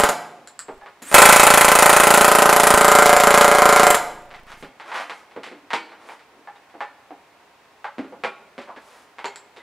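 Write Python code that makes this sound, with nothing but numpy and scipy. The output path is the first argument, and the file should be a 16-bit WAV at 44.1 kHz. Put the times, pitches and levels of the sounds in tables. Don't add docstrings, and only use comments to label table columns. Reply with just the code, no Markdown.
import sys
import numpy as np
from scipy import signal
from scipy.fft import rfft, irfft
from scipy.io import wavfile
from scipy.ndimage import uniform_filter1d

SR = 44100
rng = np.random.default_rng(int(sys.argv[2]) if len(sys.argv) > 2 else 0)


def store_wav(level_fs):
    pcm = np.round(np.clip(np.atleast_2d(level_fs), -1, 1) * 32767)
    wavfile.write(sys.argv[1], SR, pcm.T.astype(np.int16))


N = 424237
SIZE = 32768
HZ = np.fft.rfftfreq(SIZE, 1 / SR)
AGE = np.arange(SIZE) / SR
TIME = np.arange(N) / SR


def amp(db):
    return 10 ** (np.asarray(db) / 20)


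def unit(x):
    return x / np.sqrt(np.sum(x ** 2) + 1e-20)


def read(points, hz=HZ):
    f, value = np.transpose(points)
    return np.interp(np.log(hz + 1), np.log(f), value)


def follow(rows, t):
    s, *columns = np.transpose(rows)
    return [np.interp(t, s, column) for column in columns]


def fade(t60):
    return np.exp(-np.minimum(np.log(1000) * AGE / t60, 20))


def ring(hz, t60):
    return unit(np.sin(2 * np.pi * hz * AGE) * fade(t60))


def bump(hz, width_hz):
    return 1 / (1 + (2 * (HZ - hz) / width_hz) ** 2)


def causal(db):
    cepstrum = irfft(np.log(amp(np.maximum(db, db.max() - 100))))
    cepstrum[1:SIZE // 2] *= 2
    cepstrum[SIZE // 2 + 1:] = 0
    return irfft(np.exp(rfft(cepstrum)))


def through(x, response):
    full = signal.oaconvolve(np.atleast_2d(x), np.atleast_2d(response), axes=1)
    return full[:, :np.shape(x)[-1]].squeeze()


def add(mix, s, sound):
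    part = mix[max(round(s * SR), 0):][:len(sound)]
    part += sound[:len(part)]


def evened(h, size):
    colour_db = 10 * np.log10(uniform_filter1d(abs(rfft(h)) ** 2, size=size))
    return unit(through(h, causal(-colour_db)))


def puffs(train, envelope):
    return np.sqrt(abs(through(train ** 2, unit(envelope) ** 2)))


def path(near_db, near_t60, tail_db):
    # delay_s, gain, cutoff_hz (the treble above it is dulled)
    echoes = [(.0043, 0.22, 9000), (.0054, 0.34, 4000), (.0075, 0.3, 6000), (.0094, 0.26, 8020),
              (.012, 0.65, 1300), (0.0158, 0.25, 2000)]
    # pitch_hz, t60_s
    room = [(150, 0.98), (400, 0.97), (1040, 0.65), (2760, .6), (7280, 0.53), (14000, 0.44)]
    early = np.zeros(SIZE)
    early[0] = 1
    for s, gain, cut_hz in echoes:
        smear = fade(np.log(1000) / (2 * np.pi * cut_hz))
        add(early, s, gain * smear / smear.sum())
    scatter = unit(rng.standard_normal(SIZE) * fade(near_t60) * (AGE > .004))
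    hz, t, z = signal.stft(rng.standard_normal(SIZE) * (AGE > .012), SR, nperseg=256)
    decay = np.exp(-np.log(1000) * t / read(room, hz)[:, None])
    tail = signal.istft(z * decay, SR, nperseg=256)[1][:SIZE]
    return evened(early + amp(near_db) * scatter + amp(tail_db) * unit(tail), size=31)


def shop(near_db, near_t60, tail_db, width_db):
    # pitch_hz, level_db
    width = [(100, -14.5), (700, -23), (1300, -32), (2400, -22.5), (4400, -16), (8100, -9.5), (15000, 1.5)]
    mid = path(near_db, near_t60, tail_db)
    side = path(near_db + 23.0, near_t60, tail_db + 15.0)
    side = through(side, causal(read(width) + width_db))
    return np.array([mid + side, mid - side])


def background():
    # pitch_hz, level_db (relative)
    hum = [(18, -48), (30, -29), (64, -15.5), (190, -12.5), (211, -11), (288, -9), (415, -8.5), (448, -7.5),
           (815, -5), (928, -6.5), (1000, -7), (2560, -13), (2990, -17.5), (3410, -19), (15000, -36.5)]
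    # pitch_hz, level_db
    hum_width = [(60, -15.5), (180, -13.5), (550, -11.5), (1650, -8.5), (3500, -2.5), (15000, -2)]
    # pitch_hz, level_db (rms)
    hum_lines = [(414.5, -71.5), (710.6, -71.5), (947.5, -68), (1066, -68.5)]
    hum_db = -55
    mid, side = through(rng.standard_normal((2, N)), unit(causal(read(hum))))
    side = through(side, causal(read(hum_width)))
    air = amp(hum_db) * np.array([mid + side, mid - side])
    for hz, db in hum_lines:
        waver_hz = 200 * uniform_filter1d(rng.standard_normal(N), size=4000)
        air += amp(db) * np.sqrt(2) * np.sin(2 * np.pi * np.cumsum(hz + waver_hz) / SR)
    return air


def rubs(grain=1.0):
    # start_s, length_s, level_db (before the room), centre_hz, width_octaves
    strokes = [(4.332, 0.067, -54, 1500, 1.1), (4.454, 0.083, -42.5, 1390, 1.17),
               (4.555, 0.088, -59.5, 8870, 2.5), (4.827, 0.12, -41, 1084, 1.03),
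               (4.908, 0.14, -31, 1210, 1.02), (4.92, 0.35, -64, 6000, 1.1),
               (5.437, 0.057, -48, 2020, 0.43), (5.499, 0.058, -46, 354, 0.63),
               (5.957, 0.22, -49, 780, 1.4), (6.04, 0.11, -63.5, 7960, 0.85), (6.29, 0.14, -57, 354, 0.6),
               (8.66, 0.064, -43, 1000, 0.41), (8.751, 0.34, -62, 5060, 1.9), (8.801, 0.25, -54, 970, 1.15),
               (9.585, 0.045, -50.5, 1960, .05)]
    out = np.zeros(N)
    softness_db = read([(80, -20), (250, 7.5), (10500, -2.0), (15500, -15)])
    for s, length, db, hz, octaves in strokes:
        slips = rng.standard_normal(SIZE) * np.exp(grain * rng.standard_normal(SIZE))
        away = np.log2((HZ + 1) / hz) / octaves
        colour = causal(softness_db - 20 * np.log10(1 + away ** 2 + away ** 4 / 8))
        n = min(round(length * SR), SIZE)
        stroke = through(slips, colour)[:n] * signal.windows.tukey(n, .7)
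        add(out, s, amp(db) * np.sqrt(n) * unit(stroke))
    return out


def clinks(level_db=1, rattle_t60=0.007, low_db=11, low_width_hz=500, high_db=17, high_width_hz=1100):
    # start_s, level_db (before level_db above), lower_ring_hz, upper_ring_hz
    clink_list = [(0.474, -46, 4200, 7300), (0.5916, -36.5, 3120, 7640), (9.257, -42.5, 4400, 7000),
                  (9.3591, -44, 4400, 7550)]
    out = np.zeros(N)
    colour_db = read([(200, -24.5), (1500, 8.5), (2400, 1.5), (8200, -4.0), (11000, -12.5), (15000, -25.0)])
    for s, db, low_hz, high_hz in clink_list:
        rings_db = low_db * bump(low_hz, low_width_hz) + high_db * bump(high_hz, high_width_hz)
        tick = rng.standard_normal(SIZE) * fade(rattle_t60)
        add(out, s, amp(db) * unit(through(tick, causal(colour_db + rings_db))))
    return amp(level_db) * np.sqrt(.04 * SR) * out


def knocks(ring_width_hz=70, chatter_db=5, chatter_t60=0.04, count=4):
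    # start_s, level_db, treble_cutoff_hz, thud_db,
    # lower_ring_hz, lower_ring_db, upper_ring_hz, upper_ring_db
    knock_list = [(0.684, -32.5, 520, -1, 390, 10, 890, 2), (0.814, -42, 790, -18, 824, 11, 1720, 18),
                  (0.861, -40, 1490, -7, 800, -1, 1180, 2), (1.02, -41, 6000, 17, 230, 9, 1400, 0),
                  (4.306, -43, 2980, 1, 696, 8, 1610, 2), (4.34, -40.5, 2880, -3.5, 990, 2, 2000, 7),
                  (4.626, -36, 3150, 15, 160.5, 11, 400, 1.5), (4.799, -37.5, 2430, -6, 885, 5, 2030, 1),
                  (4.917, -30.5, 1780, -12, 380, 4, 890, 9), (4.958, -32.5, 2500, -13, 950, 5, 1700, 5),
                  (5.097, -31, 2870, -1.5, 1010, 4, 1240, 3), (5.312, -50, 3000, 1.5, 900, 4, 2200, 4.5),
                  (5.363, -32.5, 1150, 10.5, 270, 5.5, 477, 8.5),
                  (5.434, -36.5, 4950, -8, 1986, 6.5, 2960, 8), (5.464, -40, 5000, 11.5, 479, 5.5, 1800, 2),
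                  (5.515, -42, 2870, 14, 300, 5, 480, 8), (5.705, -29.5, 2400, -15, 950, 4.5, 1900, 9),
                  (5.733, -20, 3500, 3.5, 944, 11.5, 2250, 2.5), (5.92, -43.5, 1650, 1, 915, 6, 1405, 3.5),
                  (6.089, -37.5, 1800, -4.5, 940, 10.5, 2350, 7.5),
                  (6.194, -52, 4000, -3, 950, 4.5, 2000, 4.5), (6.474, -37, 697, -18, 813, 12, 1726, 15),
                  (6.555, -51, 3000, -7.5, 830, 9, 3750, 12.5),
                  (6.699, -54.5, 2500, -8, 800, 6.5, 1800, 6.5), (6.742, -41, 595, 2.5, 300, 8, 734, 7),
                  (6.806, -26.5, 1100, -14, 830, 4, 1750, 7), (7.107, -37.5, 550, -2, 300, 14, 734, 13),
                  (7.844, -28.5, 950, -19.5, 823, 5, 1590, 7.5),
                  (7.983, -28.5, 2180, 20, 269, 9.5, 2310, 1),
                  (7.991, -33.5, 1640, 20, 262, 11.5, 607, 5.5), (8.045, -43.5, 2000, 13, 280, 5, 432, 6),
                  (8.124, -39, 500, 1, 528, 10, 900, 9), (8.237, -22, 1900, 1.5, 510, 6, 2380, 8),
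                  (8.58, -33.5, 2600, 11.5, 264, 7.5, 563, 8), (8.616, -45.5, 4980, 3, 698, 7, 1600, 2.5),
                  (8.685, -38.5, 500, -11.5, 694, 8.5, 1160, 6), (8.763, -40.5, 2400, 11, 800, 0, 1684, 10),
                  (9.185, -36, 2200, -3.5, 925, 4, 2130, 2.5), (9.244, -26.5, 3040, 1, 420, 14, 936, 12.5),
                  (9.564, -43.5, 4100, 8, 398, 10, 3720, 8.5)]
    # pitch_hz, level_db (relative)
    wood = [(40, -40), (100, -29), (160, -17.5), (250, -8.5), (400, -4.5), (630, 1), (1000, 0),
            (1600, 0.04), (2500, -1.5), (4000, -5.5), (6300, -12.5), (10000, -14), (16000, -31)]
    # pitch_hz, width_hz, level_db
    clamp = [(484.4, 60, 2), (630, 90, -2), (830, 50, 5), (945, 44, 2.5), (1150, 70, 3), (1430, 80, 1.5),
             (2130, 110, 4), (2900, 300, -0.5), (3550, 150, 0), (4500, 400, 1.5), (7700, 900, 3.5)]
    soft_db_per_octave = 10.5
    thud_hz, thud_octaves = 895, 1.7
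    places = np.zeros((count, N))
    bass = np.clip(np.log2(thud_hz / (HZ + 1)) / thud_octaves, 0, 1)
    shared_db = read(wood) + sum(db * bump(hz, width) for hz, width, db in clamp)
    for k, (s, db, cut_hz, thud_db, low_hz, low_db, high_hz, high_db) in enumerate(knock_list):
        octaves_over = np.log2(1 + (HZ / cut_hz) ** 3) / 3
        high_width_hz = ring_width_hz * np.sqrt(high_hz / low_hz)
        rings_db = low_db * bump(low_hz, ring_width_hz) + high_db * bump(high_hz, high_width_hz)
        body = unit(causal(shared_db - soft_db_per_octave * octaves_over + thud_db * bass + rings_db))
        contact = amp(chatter_db) * unit(rng.standard_normal(SIZE) ** 5 * fade(chatter_t60))
        contact[0] += 1
        add(places[k % count], s, amp(db) * unit(through(evened(contact, size=111), body)))
    out = sum(through(place, shop(near_db=5, near_t60=0.16, tail_db=-8.5, width_db=-2.5)) for place in places)
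    return np.sqrt(0.029 * SR) * out


def blows():
    # time_s, blows_per_s
    speed_curve = [(1.14, 28.21), (1.65, 28.02), (2.0, 28.53), (2.35, 28.41), (2.53, 28.15), (2.7, 28.37),
                   (2.98, 28.28), (3.14, 27.92), (3.3, 28.58), (3.42, 29.1), (3.52, 28.4), (3.78, 28.3),
                   (3.93, 28.0)]
    # start_s, blow_db, exhaust_db, low_push_db (relative)
    stray = [(0.0, -16, -23.5, -53), (0.036, -14.5, -21, -27), (0.0895, -21, -24, -53),
             (1.115, -28.5, -41.5, -72), (1.127, -25, -34, -62.5), (3.945, -19, -23, -47.5)]
    # time_s, added_blow_db
    lean = [(1.5, -1.5), (2.15, -1), (2.45, -1), (2.78, -1.4), (2.98, 1.5), (3.2, -1.7), (3.4, 0.8),
            (3.52, -0.9), (3.74, 0.5), (3.91, -0.5)]
    # blow_db, exhaust_db, low_push_db
    steady_db = [-12.5, -13, -47]
    # blow_db, exhaust_db, low_push_db
    scatter_db = [.5, 0.8, 1.5]
    # blow_db, exhaust_db, low_push_db
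    surge_db = [8.5, 8, 4.5]
    surge_s = 0.24
    pull_s, release_s = 1.1425, 3.925
    spin_up_hz, spin_up_s = 5.17, 0.03
    jitter_s = .00006
    sag_db_per_s = 3
    kick_s, kick_db = 2.74, -20
    t = np.arange(pull_s, release_s, 1 / SR)
    speed = follow(speed_curve, t)[0] - spin_up_hz * np.exp(-(t - pull_s) / spin_up_s)
    cycle = np.floor(np.cumsum(speed) / SR)
    s = t[np.diff(cycle, prepend=-1) > 0]
    s = s + jitter_s * rng.standard_normal(len(s))
    held = s - pull_s
    levels_db = steady_db + np.outer(np.exp(-held / surge_s), surge_db)
    levels_db += scatter_db * rng.standard_normal((len(s), 3))
    levels_db[:, 0] += follow(lean, s)[0]
    levels_db[:, 1] -= sag_db_per_s * held
    levels_db[np.argmin(abs(s - kick_s)), 2] = kick_db
    rows = np.vstack([np.column_stack([s, levels_db]), stray])
    at = np.maximum(np.round(rows[:, 0] * SR).astype(int), 0)
    trains = np.zeros((3, N))
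    trains[:, at] = amp(rows[:, 1:].T) * np.sqrt(SR / speed.mean())
    return trains


def thump(strike, push, push_db=-2, jolt_db=-14, jolt_t60=0.021):
    # pitch_hz, level_db (relative)
    jolt_colour = [(25, -11.5), (60, -4), (130, -2), (210, -1.5), (400, 2), (700, 2), (1500, -8.5),
                   (4000, -18), (9000, -33.5)]
    # time_s, level_db (relative)
    jolt_level = [(.1, -6.5), (1.15, -1), (2.5, 1), (2.85, -8.5), (3.9, -11)]
    u = AGE / 0.0023
    uneven = rng.uniform(.5, 1.5, (2, N))
    shove = through(push * uneven, unit((1 - u) * np.exp(-u)))
    smear = evened(rng.standard_normal(SIZE) * fade(jolt_t60), size=61)
    jolt_response = unit(through(smear, causal(read(jolt_colour))))
    jolt = through(strike * amp(follow(jolt_level, TIME)[0]), jolt_response)
    return amp(push_db) * shove + amp(jolt_db) * np.array([jolt, -jolt])


def exhaust(train, level_db=-1.5, spit_t60=0.032, vent_s=.0043, vent_db=-4, vent_t60=0.04,
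            whistle_width_hz=450, whistle_scatter=.02):
    # pitch_hz, level_db (relative)
    hiss_colour = [(300, -8.5), (1500, 8), (3000, -0.5), (5500, -8), (7000, 1), (9700, -1), (11500, -2.5),
                   (13500, -9.5), (15500, -15.5)]
    # time_s, level_db (relative)
    flow = [(1.5, -1.5), (2.15, 1), (2.4, -2.5), (2.6, -1), (2.69, 1.5), (2.78, -1), (3.0, 0), (3.12, -2.5),
            (3.33, -2), (3.4, 2.5), (3.5, -4), (3.82, -1.5), (3.91, 3.5)]
    # time_s, level_db (before the room)
    leak = [(1.015, -80.5), (1.024, -37.5), (1.045, -47.5), (1.07, -41.5), (1.12, -36), (1.14, -29.5),
            (1.15, -89.5)]
    # time_s, pitch_hz, level_db (against the hiss)
    whistle_curve = [(1.03, 7060, -7), (1.07, 8000, 0.5), (1.11, 9500, -4), (1.16, 8270, -12.5),
                     (1.35, 9600, -13.5), (2.15, 9680, -10), (2.25, 11130, -10.5), (2.58, 11340, -10),
                     (2.68, 9550, -10), (2.85, 7490, -8), (3.4, 7300, -8.5), (3.55, 6793, -10),
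                     (3.9, 7430, -9)]
    puff = fade(spit_t60) + amp(vent_db) * np.roll(fade(vent_t60), round(vent_s * SR))
    air = amp(level_db + follow(flow, TIME)[0]) * puffs(train, puff) + amp(follow(leak, TIME)[0])
    hiss = through(air * rng.standard_normal(N), unit(causal(read(hiss_colour))))
    hz, db = follow(whistle_curve, TIME)
    hz = hz * (1 + whistle_scatter * rng.standard_normal(N)[np.cumsum(train > 0)])
    smoother = unit(AGE * fade(np.log(1000) / np.pi / whistle_width_hz))
    flutter = through(rng.standard_normal(N) + 1j * rng.standard_normal(N), smoother)
    whistle = air * amp(db) * (flutter * np.exp(2j * np.pi * np.cumsum(hz) / SR)).real
    return through(hiss + whistle, shop(near_db=-5.0, near_t60=0.11, tail_db=-13.0, width_db=-2))


def rattle(strike, level_db=-17, shaken_t60=.2):
    # pitch_hz, level_db (relative)
    tick_colour = [(800, -19), (2200, -1), (4200, -0.5), (6500, -5), (14000, -20)]
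    ticks_per_s = 130
    ticks = (rng.random(N) < ticks_per_s / SR) * rng.standard_normal(N) * np.sqrt(SR / ticks_per_s)
    room = shop(near_db=2.5, near_t60=.06, tail_db=-6.5, width_db=-9.5)
    response = through(room, unit(causal(read(tick_colour))))
    return amp(level_db) * through(ticks * puffs(strike, fade(shaken_t60)), response)


def bent(h):
    bend_s = 0.000606
    return irfft(rfft(h) * np.exp(-4j * np.pi * bend_s * np.sqrt(1000 * HZ)))


def rebounds(strike):
    delay_s, spread_s, level_db = 0.00491, 0.00028, -4.5
    at, out = np.flatnonzero(strike), np.zeros(N)
    delay = delay_s + spread_s * rng.standard_normal(len(at))
    out[at + np.round(delay * SR).astype(int)] = amp(level_db) * strike[at]
    return out


def hammer(strike, chatter_db=-13, chatter_t60=0.041, slap_db=-7, slap_hz=720, slap_t60=0.0041,
           steel_db=-8, strip_db=-1):
    # time_s, spot (0 far to 2 near)
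    spot_curve = [(0.2, 1.33), (1.1, 0.1), (1.45, 0.3), (1.9, 0.54), (2.55, 1.07), (2.95, 1.73)]
    # pitch_hz, level_db (relative)
    blow_colour = [(40, -48.5), (130, -17.5), (190, -23), (300, -7.5), (550, -3), (800, 1.5), (1400, 1.5),
                   (2200, -18), (3400, -10.5), (5500, -12.5), (7200, -19), (10000, -10.5), (15500, -32)]
    # pitch_hz, width_hz, spot_0_db, spot_1_db, spot_2_db
    bench = [(192, 160, 3, 20, 2.5), (431, 71, 2.5, 3, 5), (571.4, 260, 6.5, 11.5, 10),
             (720, 28, -1.5, -2, 6.5), (720.3, 55, 6.5, 8.5, 8), (873, 163, 9, 11.5, 6),
             (1054, 160, 15.5, 6, 0), (1070, 210, -9, -1.5, 7), (1255, 190, 4, 7.5, 5.5),
             (1343, 18, 14, 7.5, -8.5), (1394, 58, 4.5, 4.5, 10), (1543, 83, 4, 10.5, 4.5),
             (1650, 28, -7, -8.5, 17), (1803, 59, -5, -8.5, 13), (1890, 330, 10.5, 19, -3.5),
             (2050, 81, 12, 1.5, 12.5), (2150, 260, 5, 5, 15), (2315, 300, 16.5, 4, 13),
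             (2562, 72, 16, -2, 5), (2747, 520, 7.5, 12, 3), (2900, 43, 3, -5, -9.5),
             (3060, 66, 4.5, 11.5, 8.5)]
    # pitch_hz, level_db (relative),
    # t60_s
    steel_rings = [(4050, -26, 0.77), (4920, -28, 0.57), (6730, -25.5, 0.61), (6950, -26, .35),
                   (7200, -17.5, .0025)]
    # pitch_hz, t60_s, spot_0_db, spot_1_db, spot_2_db (relative)
    strip_rings = [(428, .2, -28, -22, -23), (572.5, .2, -27.5, -18, -14.5), (633, .16, -25, -18, -17),
                   (734.3, .2, -20, -24, -10), (804, .18, -28.5, -22.5, -17),
                   (875.6, .2, -10, -14.5, -22.5), (1016, .16, -13.5, -19, -29),
                   (1050, .16, -16.5, -22.5, -16.5), (1250, .14, -20.5, -19, -25),
                   (1325, .2, -16, -17, -25.5), (1384, .14, -25.5, -21.5, -14),
                   (1485, 0.11, -15, -14.5, -26), (2480, .16, -21.5, -28.5, -27.5)]
    # spot_0_db, spot_1_db, spot_2_db
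    boom_db = [-27, -21.5, -27]
    spot_skip = 0.15
    skip = spot_skip * rng.standard_normal(N)[np.cumsum(strike > 0)]
    spot = np.clip(follow(spot_curve, TIME)[0] + skip, 0, 2)
    steel = sum(amp(db) * ring(hz, t60) for hz, db, t60 in steel_rings)
    slap = unit(np.sin(2 * np.pi * slap_hz * AGE) * AGE * fade(slap_t60))
    boom = ring(210, 0.048)
    tones = []
    for hz, t60, *_ in strip_rings:
        tones.append(unit(np.sin(2 * np.pi * (hz * AGE + rng.random())) * fade(t60)))
    contact = strike + amp(chatter_db) * puffs(strike, fade(chatter_t60)) * rng.standard_normal(N)
    out = np.zeros((2, N))
    for k in range(3):
        resonances_db = sum(mode[2 + k] * bump(mode[0], mode[1]) for mode in bench)
        body = unit(causal(read(blow_colour) + resonances_db))
        room = shop(near_db=2.0, near_t60=0.15, tail_db=-4.5, width_db=-11)
        response = through(room, bent(body) + amp(steel_db) * steel)
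        strip = amp(strip_db) * sum(amp(mode[2 + k]) * tone for mode, tone in zip(strip_rings, tones))
        share = np.sqrt(np.maximum(1 - abs(spot - k), 0))
        out -= through(contact * share, response + strip + amp(boom_db[k]) * boom)
    return out - amp(slap_db) * through(strike + rebounds(strike), bent(slap))


def scene():
    strike, air, push = blows()
    tool = hammer(strike) + rattle(strike) + exhaust(air) + thump(strike, push)
    handling = knocks() + through(rubs(), shop(near_db=5.0, near_t60=0.17, tail_db=-4.5, width_db=-3.0))
    steel = through(clinks(), shop(near_db=2.5, near_t60=0.11, tail_db=-14, width_db=-4.5))
    balance = amp([[-.3], [.3]])
    return (tool + handling + steel + background()) * balance


def record(dry):
    edge_hz = 15750
    clipped = np.clip(dry, -1, 1)
    low_pass = signal.firwin(511, edge_hz, window=("kaiser", 9), fs=SR)
    return signal.oaconvolve(clipped, low_pass[None], "same")


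dry = scene()
out = record(dry)
store_wav(out)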